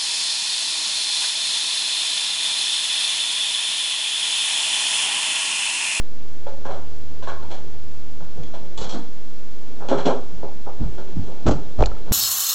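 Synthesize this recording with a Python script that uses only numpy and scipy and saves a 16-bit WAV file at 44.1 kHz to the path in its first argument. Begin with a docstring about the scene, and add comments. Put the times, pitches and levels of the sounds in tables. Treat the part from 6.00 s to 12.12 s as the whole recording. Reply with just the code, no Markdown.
"""Kitchen cupboard and mixing bowl

Heard from the counter, beside a glass mixing bowl. Someone rummages in a far cupboard, pulls out a
packet, bangs the doors shut and walks up; things are put down, so bowl and wooden spoon clatter.
Each hit rings a body's dying modes into the room, and steps shake the counter. Appliances hum throughout."""
import sys
import numpy as np
from scipy import signal
from scipy.fft import rfft, irfft
from scipy.io import wavfile
from scipy.ndimage import uniform_filter1d

SR = 44100
rng = np.random.default_rng(int(sys.argv[2]) if len(sys.argv) > 2 else 0)


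def dump_mix(stems):
    """Bounce the given channels to the path in sys.argv[1] as a 16-bit WAV at rate SR."""
    frames = np.atleast_2d(stems).T  # one column per channel
    limited = np.clip(frames, -1, 1)  # hard clip at full scale
    pcm = np.round(limited * 32767).astype(np.int16)
    wavfile.write(sys.argv[1], SR, pcm)


N = 269966
NOW = np.arange(N) / SR  # scene time/s
T = np.arange(int(.7 * SR)) / SR  # time within one hit/s


def amp(db):
    """Decibels to gain."""
    return 10 ** (np.asarray(db) / 20)


def unit_rms(x):
    """Scales to an rms of 1."""
    return x / np.sqrt(np.mean(x ** 2) + 1e-20)


def unit_hit(x):
    """Scales so that the loudest 10 ms have an rms of 1."""
    return x / np.sqrt(uniform_filter1d(x ** 2, 441, mode="constant").max() + 1e-20)


def curve_at(points, hz):
    """Reads a curve on a log-frequency axis."""
    f, value = np.transpose(points)
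    return np.interp(np.log(hz + 1), np.log(f + 1), value)


def add(mix, s, sound):
    """Lays a sound into the mix at time s."""
    part = mix[round(s * SR):][:len(sound)]
    part += sound[:len(part)]


def wander(rate_hz):
    """Slow random drift with an rms of 1."""
    lowpass = np.exp(-(np.fft.rfftfreq(N, 1 / SR) / rate_hz) ** 2)
    return unit_rms(irfft(rfft(rng.standard_normal(N)) * lowpass, N))


def attack(rise_s):
    """A blow builds up as surfaces settle against each other."""
    return 1 - np.exp(-T / rise_s)


def spell(start, end, fade_s):
    """An envelope that fades in, holds and fades out."""
    return np.clip(np.minimum(NOW - start, end - NOW) / fade_s, 0, 1)


def ring(modes):
    """A struck body: dying sines of alternating polarity, from rows of f/Hz, level/dB, t60/s."""
    return sum((-1) ** k * amp(db - 60 * T / t60) * np.sin(2 * np.pi * hz * T)
               for k, (hz, db, t60) in enumerate(modes))


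def contacts(per_s, spread_db):
    """A random train of small contacts of uneven size."""
    clicks = (rng.random(N) < per_s / SR) * rng.choice([-1., 1.], N)
    return clicks * amp(spread_db * np.minimum(rng.exponential(1, N), 4))


def contact_eq(x, bass_db, treble_db):
    """Sets bass and treble against the mids: heavy blows boom, hard ones are bright, soft ones muffled."""
    mid_top_hz = np.clip(2100 * amp(0.39 * (treble_db + 11)), 950, 2500)
    bands = [(bass_db, (130, 420), "bandpass"), (0, (480, mid_top_hz), "bandpass"),
             (treble_db, 2000, "highpass")]
    return sum(amp(db) * unit_hit(signal.sosfilt(signal.butter(3, hz, kind, fs=SR, output="sos"), x))
               for db, hz, kind in bands)


# kitchen reverb time: f/Hz, t60/s
ROOM_DECAY = [(100, 0.52), (400, 0.36), (1000, 0.44), (3000, 0.35), (8000, 0.36)]


def in_room(x, wet_db, early_db, early_s):
    """Direct sound, early reflections off counter and cupboards, then the kitchen's tail."""
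    taps = rng.choice([-1., 1.], len(T)) * (rng.random(len(T)) < 5000 / SR)
    hz, t, spectrum = signal.stft(taps, SR, nperseg=256)
    decay = amp(-60 * t / curve_at(ROOM_DECAY, hz)[:, None])
    tail = signal.istft(spectrum * decay, SR, nperseg=256)[1][:len(T)]
    tail *= (1 + amp(early_db) * np.exp(-T / early_s)) * attack(rise_s=0.001)
    response = amp(wet_db) * tail / np.linalg.norm(tail)
    response[0] += 1  # direct sound
    return signal.fftconvolve(x, response)[:len(x)]


# spells of motor drone: start/s, end/s, f/Hz, level/dB
DRONES = [(-0.35, 2.95, 77.4, -42), (3.501, 5.8, 72.5, -46)]
# steady appliance tones: f/Hz, level/dB before trim
HUM_TONES = [(183.0, -58.5), (242.2, -54.5), (290.7, -89), (393.0, -54.5), (484.5, -61.5), (882.9, -69.5)]


def appliances():
    """A motor's low drone comes and goes under thin, wavering tones."""
    def waver(hz, db, drift_db, drift_hz, wobble_rad, wobble_hz):
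        phase = 2 * np.pi * hz * NOW + wobble_rad * wander(wobble_hz)
        return amp(db + drift_db * wander(drift_hz)) * unit_rms(np.sin(phase))

    drone = sum(spell(start, end, fade_s=1.08) * waver(hz, db, 0.77, 4.5, 0.3, 1.5)
                for start, end, hz, db in DRONES)
    return drone + sum(waver(hz, db - 1, 0.46, 1.6, 0.58, 2.5) for hz, db in HUM_TONES)


# colour of the noise bed: f/Hz, relative density/dB
AIR_SPECTRUM = [(29, -44.5), (50, -6.5), (54, -25), (87, -18), (163, -23), (239, -18.5), (335, -25),
                (388, -23.5), (441, -25), (500, -25.5), (645, -28), (885, -32), (2150, -36.5), (4230, -37),
                (7800, -42), (10100, -67), (17200, -120)]


def room_tone():
    """An even bed of room air and microphone hiss."""
    colour = amp(curve_at(AIR_SPECTRUM, np.fft.rfftfreq(N, 1 / SR)))
    return amp(-47) * unit_rms(irfft(rfft(rng.standard_normal(N)) * colour, N))


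# the cupboard's wooden body: f/Hz, relative level/dB, t60/s
WOOD_MODES = [(156, -7.5, 0.047), (262.3, -7.5, 0.044), (393, -2.5, 0.042), (537, -5, 0.037),
              (658, -3, 0.026), (823, 0, 0.017), (978, 0, 0.011), (1373, -4, 0.015), (1635, -6.5, 0.01),
              (2290, -14, 0.0079), (2930, -14, 0.0062), (3320, -14, 0.011), (4140, -13.5, 0.0064),
              (5630, -14.5, 0.0041), (7900, -5.5, 0.00061)]


def cupboard(bass_db, treble_db, rise_s):
    """The far cupboard answers a contact, each from another spot, mostly through the room."""
    wood = in_room(ring(WOOD_MODES), wet_db=1, early_db=4, early_s=0.12)
    return contact_eq(wood * attack(rise_s), bass_db, treble_db)


def struck_piece(modes, rise_s):
    """The struck thing's own ring, from across the room."""
    return unit_hit(in_room(ring(modes), wet_db=-1.5, early_db=-14.5, early_s=.02) * attack(rise_s))


# knocks on wood, from rummaging and the taps of footsteps:
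# t/s, level/dB, hardness/dB, note f/Hz, note re level/dB
KNOCKS = [(0.465, -37.5, 1.5, 556, 7), (0.651, -31.5, -1, 1040, -5), (0.688, -35, -8, 555, 1),
          (0.702, -34.5, 4, 760, -1.5), (0.738, -39, -1, 1336, -13), (1.224, -37, 6.5, 1023, -4.5),
          (1.272, -30, 3.5, 1073, -1.5), (1.287, -35.5, 1, 1496, -5.5), (1.316, -42, -8, 1400, -7),
          (1.423, -41.5, 5, 897, -4), (2.204, -43.5, -4.5, 506, -12), (2.377, -49.5, -7, 486, 9),
          (2.537, -36, 3, 656, -4.5), (4.428, -33, -13.5, 514, -6), (4.664, -35, -11, 789, -4),
          (4.816, -43.5, -8.5, 597, -6.5), (4.980, -38.5, 1, 383, 3.5), (5.279, -40.5, -15, 813, -8.5),
          (6.078, -42.5, -6, 506, -3)]


def knocks(rise_s=0.0039, note_cycles=45):
    """Things knock on wood: harder contacts trade bass for treble, and small pieces die away first."""
    out = np.zeros(N)
    for s, db, hard_db, hz, note_db in KNOCKS:
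        t60 = note_cycles / hz
        note = struck_piece([(hz, 0, t60), (1.55 * hz, -10, t60)], rise_s)
        wood = cupboard(bass_db=-13 - hard_db, treble_db=-13 + hard_db, rise_s=rise_s)
        add(out, s, amp(db) * (wood + amp(note_db) * note))
    return out


# spells of fumbling: start/s, end/s, level/dB before trim
RUBS = [(0.5, 1.844, -51.5), (2.259, 3.0, -50), (3.558, 4.5, -50), (4.697, 6.295, -46.5)]


def fumbling(floor_db=-65.5):
    """Tiny contacts on wood blur into rubbing, with faint stirring between the spells."""
    grain = signal.fftconvolve(contacts(per_s=150, spread_db=0.5), ring(WOOD_MODES))[:N]
    rub = unit_rms(contact_eq(grain, bass_db=6.5, treble_db=-6.5))
    spells = sum(amp(db - 1) * spell(start, end, fade_s=0.12) for start, end, db in RUBS)
    return in_room(rub * np.maximum(spells, amp(floor_db)), wet_db=1, early_db=6, early_s=0.017)


# shoves along a shelf: t/s, level/dB, treble re level/dB
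SLIDES = [(1.501, -34, -7), (3.802, -34.5, -21.5), (3.971, -26, -10.5)]


def slides():
    """Things sliding on a shelf sound the cupboard with a soft attack."""
    out = np.zeros(N)
    for s, db, treble_db in SLIDES:
        add(out, s, amp(db) * cupboard(bass_db=-9, treble_db=treble_db, rise_s=0.017))
    return out


# the jar's ring: f/Hz, relative level/dB, t60/s
JAR_MODES = [(2440, -2, 0.011), (3000, -10, 0.0098), (3330, 3.5, 0.013), (4080, -14.5, 0.014),
             (4200, -1, 0.01), (6600, -1.5, .006)]
# nudges to the jar: t/s, level/dB before trim
TINKLES = [(1.516, -50), (1.548, -51), (2.435, -50), (2.778, -46), (2.845, -44.5), (2.894, -50.5),
           (3.887, -42), (4.058, -40)]


def jar():
    """A nudged jar tinkles faintly in the cupboard."""
    out = np.zeros(N)
    for s, db in TINKLES:
        tinkle = in_room(ring(JAR_MODES), wet_db=0.5, early_db=-4.5, early_s=0.007)
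        add(out, s, amp(db + 3) * unit_hit(tinkle))
    return out


# the counter's sub-bass shudder: f/Hz, relative level/dB, t60/s
SHUDDER_MODES = [(27.6, -8, 0.93), (43.7, 10.5, 0.34)]
# a thud's body: multiple of its pitch, relative level/dB, t60/s
THUD_MODES = [(.6, -6, 0.075), (.82, -4, 0.065), (1, -1.5, 0.066), (1.3, -8.5, 0.064), (1.7, -11, 0.06),
              (2.4, -19.5, 0.05), (4.8, -24, 0.022)]
# footfalls and bumps: t/s, level/dB before trim, f/Hz
THUMPS = [(2.203, -33.5, 149), (2.378, -28.5, 153), (2.767, -48, 80), (2.812, -29.5, 219),
          (2.941, -24, 305), (4.343, -42.5, 106), (4.801, -17, 130), (5.161, -16, 160), (5.457, -8.5, 150),
          (5.782, -13, 115), (6.11, -5.5, 110.2)]


def thumps(shake_db_per_octave=29, pivot_hz=109.8):
    """Steps and bumps thud through the counter; lower, heavier ones make it shudder more."""
    out = np.zeros(N)
    shudder = unit_hit(ring(SHUDDER_MODES) * attack(rise_s=0.018))
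    for s, db, hz in THUMPS:
        body = ring([(ratio * hz, mode_db, t60) for ratio, mode_db, t60 in THUD_MODES])
        thud = unit_hit(in_room(body, wet_db=6, early_db=7.5, early_s=0.043))
        shudder_db = db + 3.5 + shake_db_per_octave * np.log2(pivot_hz / hz)
        add(out, s, amp(shudder_db) * shudder + amp(db - 5) * thud)
    return out


def hinge():
    """One soft hinge squeak, bending slightly upward."""
    out, t = np.zeros(N), T[T < .09]
    squeak = signal.windows.tukey(len(t), .5) * np.sin(2 * np.pi * (560 * t + 110 * t ** 2))
    add(out, 2.615, amp(-46) * squeak)
    return in_room(out, wet_db=1, early_db=6, early_s=0.017)


# the packet's stiff skin: f/Hz, relative level/dB, t60/s
PACKET_MODES = [(203, -9, 0.041), (307, -9.5, 0.055), (472, -3.5, 0.017), (710, -5, 0.015),
                (910, -3.5, 0.011), (1460, -6, 0.0064), (3330, -10.5, 0.013), (3830, -7, 0.0056),
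                (4250, -5, 0.0046), (5470, -8.5, 0.0034), (7200, -1, 0.0009)]
# packet scuffs, before trims: t/s, level/dB, bass re level/dB, treble re level/dB
SCUFFS = [(2.775, -31.5, -6, -0.5), (2.811, -28, -3.5, -4), (2.839, -30, -8, -11), (2.892, -32, -17, 0.5),
          (2.924, -31.5, 1, -5.5), (2.944, -32, 2, -11.5)]


def packet():
    """Each scuff is a dying clump of small snaps in a stiff packet."""
    out, skin = np.zeros(N), ring(PACKET_MODES)
    for s, db, bass_db, treble_db in SCUFFS:
        snaps = contacts(per_s=1800, spread_db=2.5)[:len(T)] * np.exp(-T / 0.012)
        crinkle = signal.fftconvolve(snaps, skin)[:len(T)]
        scuff = in_room(crinkle, wet_db=3.5, early_db=-11, early_s=0.029)
        add(out, s, amp(db - 5) * contact_eq(scuff, bass_db + 0.5, treble_db))
    return out


# a door panel's ring: f/Hz, relative level/dB, t60/s
DOOR_MODES = [(161, -12, 0.1), (260.4, -3.5, 0.15), (401.5, 2, 0.14), (536, 6, 0.045)]
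# door hits: t/s, level/dB, treble re level/dB, panel re level/dB
BANGS = [(3.884, -26.5, -7, -7), (3.912, -19, -21.5, 0.5), (4.053, -23, -6.5, 3.5),
         (4.064, -19, -21.5, 1.5), (4.081, -34, -26.5, 9.5)]


def doors(rise_s=0.0052):
    """Two doors touch their catches, slam home and rebound, ringing cupboard and panel."""
    out = np.zeros(N)
    for s, db, treble_db, panel_db in BANGS:
        wood = cupboard(bass_db=-3.5, treble_db=treble_db, rise_s=rise_s)
        add(out, s, amp(db) * (wood + amp(panel_db) * struck_piece(DOOR_MODES, rise_s)))
    return out


# the filled bowl's damped body: f/Hz, relative level/dB, t60/s
BOWL_MODES = [(181, -24, 0.042), (290, 4, 0.032), (415, 5.5, 0.011), (574, 2, 0.018), (820, 3, 0.013),
              (1006, 3.5, 0.0052), (1333, -6.5, 0.0074), (2150, -32, 0.0037), (3360, -31.5, 0.0053),
              (4050, -34, 0.0064), (6350, -19.5, 0.00076)]
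# hits on counter and bowl: t/s, level/dB before trim, bass re level/dB, treble re level/dB
CLATTER = [(5.4645, -14.5, -2, -6), (5.469, -15, -10, -5), (5.479, -16, -1, -2), (5.4905, -16, 0, -20),
           (5.509, -19, -1.5, -4), (5.788, -19.5, -15, -15), (5.8055, -14, -9, -12),
           (5.824, -8, -15, -10.5)]


def bowl_clatter():
    """Close, dull clatter of the filled bowl and its spoon as things are put down."""
    out, body = np.zeros(N), ring(BOWL_MODES)
    for s, db, bass_db, treble_db in CLATTER:
        wet_db = -20 - 1.37 * db  # louder blows land nearer, so they are drier
        blow = in_room(body, wet_db, early_db=10, early_s=0.014) * attack(rise_s=0.00041)
        add(out, s, amp(db - 4.5) * contact_eq(blow, bass_db, treble_db))
    return out


# clinks and ticks at the bowl: t/s, dry level/dB, f/Hz
CLINKS = [(5.8378, -19, 2470), (5.838, -25.5, 1390), (5.8593, -15, 4250), (5.861, -20.5, 6930),
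          (5.871, -29.5, 1430), (5.917, -29, 1330), (5.967, -37, 1340)]


def bowl_clinks(ring_cycles=27):
    """Sharp contacts at the glass, each a single fast-dying mode."""
    out = np.zeros(N)
    for s, db, hz in CLINKS:
        add(out, s, ring([(hz, db, ring_cycles / hz)]))
    return in_room(out, wet_db=-8, early_db=28, early_s=0.0033)


def scene():
    """All layers in one mono mix."""
    return (appliances() + room_tone() + knocks() + fumbling() + slides() + jar() + thumps()
            + hinge() + packet() + doors() + bowl_clatter() + bowl_clinks())[None]


def record(dry, ceiling=.62, cutoff_hz=8000, dc_offset=.289):
    """Soft-clips the highest peaks, cuts the top end and adds a constant offset."""
    rounded = dry / (1 + (dry / ceiling) ** 6) ** (1 / 6)
    lowpass = signal.firwin(401, cutoff_hz, window=("kaiser", 9), fs=SR)
    return dc_offset + signal.oaconvolve(rounded, lowpass[None], "same")


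dry = scene()
out = record(dry)
dump_mix(out)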